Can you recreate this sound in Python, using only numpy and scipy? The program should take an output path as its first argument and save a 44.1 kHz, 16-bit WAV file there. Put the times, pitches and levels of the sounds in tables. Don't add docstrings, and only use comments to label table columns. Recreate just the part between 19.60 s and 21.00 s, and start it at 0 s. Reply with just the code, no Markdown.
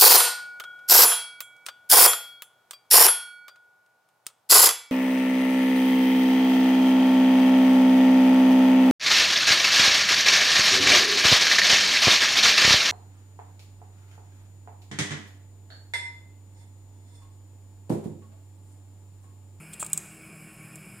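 import sys
import numpy as np
from scipy import signal
from scipy.io import wavfile
from scipy.ndimage import uniform_filter1d

SR = 44100
rng = np.random.default_rng(int(sys.argv[2]) if len(sys.argv) > 2 else 0)


def generate_wav(sig):
    pcm = np.round(np.clip(np.atleast_2d(sig).T, -1, 1) * 32767).astype(np.int16)
    wavfile.write(sys.argv[1], SR, pcm)


N = 61739

# start_s, level_db, ring_hz, ring_t60_s, crackle_db (against the ring)
SKIN_SNAPS = [(0.196, -30, 8900, .003, -1), (0.229, -17.5, 7570, 0.011, -17),
              (0.2462, -26.5, 8300, .004, -4.5), (0.2640, -20.5, 7600, 0.0017, -6.5),
              (0.2991, -32, 11200, 0.0043, -6), (0.3192, -41, 8100, 0.0027, -2),
              (0.3314, -2.5, 8110, 0.0044, -15), (0.3328, -14.5, 11700, .0042, -17),
              (0.3760, -8, 7910, 0.0038, -13.5), (1.1569, -31, 7550, 0.0083, -4)]
# frequency_hz, relative_db
CRACKLE_EQ = [(100, -9), (700, -18), (1100, -4.5), (2000, -22), (3200, -7.5), (4400, -9.5), (5900, -22),
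              (7000, 7.5), (9400, 6), (10600, -2.5), (11700, -1), (12900, -13), (13900, -6), (15700, -10)]
# start_s, length_s, level_db, attack_s, release_s, rustle_db (against the stroke)
BLADE_STROKES = [(.125, .016, -40.7, .010, .003, -11), (.1965, .030, -33, .002, .005, -24),
                 (.238, .014, -49, .004, .012, -18), (.372, .004, -42, .003, .003, -12),
                 (.508, .012, -57, .004, .01, -11)]
# frequency_hz, relative_db
SCRAPE_EQ = [(150, -42), (1000, -19), (2000, -30), (3200, -18.5), (4500, -28), (6200, -23), (7500, -1),
             (8500, 0), (9800, -10.5), (11500, -19), (13000, -25.5), (15700, -21)]
# frequency_hz, relative_db
RUSTLE_EQ = [(200, -20), (1500, -21), (3200, 8.5), (5500, -3.5), (8000, -8), (15000, -8)]
# pitch_hz, relative_db, t60_s
BULB_MODES = [(645, -6.5, 0.021), (907, -1.5, 0.025), (1085, 7.5, 0.015), (1220, -11, 0.022),
              (2440, -5, 0.03), (3500, -28, 0.0066)]
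# delay_s, gain
CLOSE_ECHOES = [(.00148, 0.25), (.0031, 0.32), (.0042, 0.16), (.0062, 0.077)]
# frequency_hz, relative_db
ROOM_EQ = [(200, 9.5), (1200, -1), (2500, 2.5), (4500, 2.5), (6500, 3), (8100, -6.5), (10000, -1),
           (15000, -5.5)]
# pitch_hz, level_db, unsteadiness (0-1)
MOTOR_TONES = [(49, -69, .4), (100.2, -66, 0.7), (121.7, -63.5, 1), (198.3, -57.5, 0.09),
               (238.6, -67.5, 0.35), (315.5, -60.5, 0.47), (1101, -71, 1)]
# time_s, relative_db
DRONE_SWELLS = [(0.0, -50), (0.116, -48.5), (0.15, -71), (0.35, -47), (0.528, -58.5), (0.712, -55),
                (0.742, -47), (0.868, -51.5), (0.906, -70), (0.988, -53.5), (1.21, -49.5), (1.284, -64),
                (1.32, -60), (1.4, -75)]
# frequency_hz, relative_db
HISS_EQ = [(20, -25), (70, -18), (120, 1), (190, -3), (270, -17.5), (380, -8), (480, -17), (650, -12),
           (950, -21), (1500, -14), (2000, -19.5), (2900, -19), (3700, -35), (4700, -29), (6000, -38),
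           (7600, -16.5), (8600, -20.5), (9600, -16.5), (10800, -20.5), (11900, -32), (12900, -38),
           (15500, -38)]
# centre_hz, width_hz, boost_db
HISS_WHISTLES = [(2281, 109, 14.4), (2473, 77, 13.55), (2724, 70, 8.8), (5187, 268, 13.1)]


def snap(level_db, ring_hz, ring_t60_s, crackle_db):
    ring_rise_s, crackle_rise_s = 0.00013, 0.0011
    t = np.arange(SR // 20) / SR
    ring = np.sin(2 * np.pi * ring_hz * t) * (1 - np.exp(-t / ring_rise_s)) * decay(t, ring_t60_s)
    tearing = np.minimum(t / crackle_rise_s, 1) * decay(t, t60_s=0.017)
    fibres = colour(rng.standard_normal(len(t)) * tearing, CRACKLE_EQ)
    return amp(level_db) * (ring + amp(crackle_db) * fibres)


def scrape(length_s, level_db, attack_s, release_s, rustle_db):
    slips_per_s, spread_db, rub_gain = 2600, 8, 0.48
    t = np.arange(SR // 5) / SR
    release = np.exp(-np.maximum(t - length_s, 0) / release_s)
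    force = amp(level_db) * np.minimum(t / attack_s, 1) * release
    slip_db = spread_db * np.minimum(rng.exponential(1, len(t)), 2)
    clicks = amp(slip_db) * rng.choice([-1, 1], len(t))
    slips = unit(clicks * (rng.random(len(t)) < slips_per_s / SR))
    rub, rustle = rng.standard_normal((2, len(t)))
    grit = colour(force * unit(slips + rub_gain * rub), SCRAPE_EQ)
    return grit + amp(rustle_db) * colour(force * rustle, RUSTLE_EQ)


def knock(level_db, rise_s):
    t = np.arange(SR // 10) / SR
    modes = sum(amp(db) * np.sin(2 * np.pi * hz * t) * decay(t, t60_s) for hz, db, t60_s in BULB_MODES)
    return amp(level_db) * modes * (1 - np.exp(-t / rise_s))


def kitchen(dry, bowl_db=-13, room_db=-13):
    near = dry + amp(bowl_db) * tail(dry, t60_s=0.072, delay_s=CLOSE_ECHOES[0][0])
    for delay_s, gain in CLOSE_ECHOES:
        add(near, delay_s, gain * dry)
    return near + amp(room_db) * tail(colour(near, ROOM_EQ), t60_s=0.74, delay_s=0.0049)


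def tail(x, t60_s, delay_s):
    t = np.arange(N) / SR
    taps = rng.standard_normal(N) * decay(t, t60_s) * (t > delay_s)
    return signal.fftconvolve(x, taps / np.linalg.norm(taps))[:N]


def drone(pitch_hz=158, trim_db=-0.5):
    t = np.arange(N) / SR
    level_db = trim_db + np.interp(t, *np.transpose(DRONE_SWELLS))
    return amp(level_db) * unit(np.sin(2 * np.pi * (pitch_hz * t + rng.random())))


def hum(whine_hz=12160, whine_db=-66):
    t = np.arange(N) / SR
    whine = waver(unsteadiness=0.76, rate_hz=63) * np.exp(2j * np.pi * whine_hz * t)
    tones = amp(whine_db) * unit(whine.real)
    for hz, db, unsteadiness in MOTOR_TONES:
        tone = waver(unsteadiness, rate_hz=5.4) * np.exp(2j * np.pi * (hz * t + rng.random()))
        tones += amp(db) * unit(tone.real)
    return tones


def waver(unsteadiness, rate_hz):
    hz = np.fft.fftfreq(N, 1 / SR)
    spectrum = rng.standard_normal(N) + 1j * rng.standard_normal(N)
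    drift = unit(np.fft.ifft(spectrum / (1 + (hz / rate_hz) ** 2)))
    return 1 - unsteadiness + unsteadiness * drift


def hiss(level_db=-49.5, patch_db=1.33):
    frames = dict(nperseg=2048, noverlap=1536)
    hz, _, spectra = signal.stft(rng.standard_normal(N), SR, **frames)
    whistles_db = sum(db * np.exp(-((hz - centre) / width) ** 2) for centre, width, db in HISS_WHISTLES)
    shape_db = eq_db(HISS_EQ, hz) + whistles_db
    patches = uniform_filter1d(rng.standard_normal(spectra.shape), size=16, axis=0)
    patches = unit(uniform_filter1d(patches, size=6, axis=1))
    spectra *= amp(shape_db[:, None] + patch_db * patches)
    return amp(level_db) * unit(signal.istft(spectra, **frames)[1][:N])


def colour(x, eq, size=2048):
    hz = abs(np.fft.fftfreq(size, 1 / SR))
    log_gain = np.log(amp(eq_db(eq, hz)))
    response = np.exp(np.conj(signal.hilbert(log_gain)))
    taps = np.fft.ifft(response).real[:size // 2]
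    return signal.fftconvolve(x, taps / np.linalg.norm(taps))[:len(x)]


def eq_db(eq, hz):
    points_hz, points_db = np.transpose(eq)
    return np.interp(np.log(hz + 1), np.log(points_hz + 1), points_db)


def decay(t, t60_s):
    return amp(-60 * t / t60_s)


def amp(db):
    return 10 ** (np.asarray(db) / 20)


def unit(x):
    return x / np.sqrt(np.mean(abs(x) ** 2) + 1e-20)


def add(mix, start_s, sound):
    part = mix[max(round(start_s * SR), 0):][:len(sound)]
    part += sound[:len(part)]


def scene():
    blade_side_db, snap_side_db, wide_above_hz = -17.5, -36, 5500
    snaps, blade = np.zeros((2, N))
    for start_s, *settings in SKIN_SNAPS:
        add(snaps, start_s, snap(*settings))
    for start_s, *settings in BLADE_STROKES:
        add(blade, start_s, scrape(*settings))
    add(blade, start_s=0.2272, sound=knock(level_db=-27.5, rise_s=0.00043))
    mid = kitchen(snaps + blade) + hum() + drone() + hiss()
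    wide = amp(blade_side_db) * blade + amp(snap_side_db) * snaps
    treble = signal.butter(2, wide_above_hz, "high", fs=SR, output="sos")
    side = signal.sosfiltfilt(treble, signal.hilbert(wide).imag)
    return np.array([mid + side, mid - side])


def record(dry):
    cutoff_hz = 15900
    high_cut = signal.firwin(401, cutoff_hz, window=("kaiser", 8), fs=SR)
    return signal.oaconvolve(dry, high_cut[None], "same")


dry = scene()
out = record(dry)
generate_wav(out)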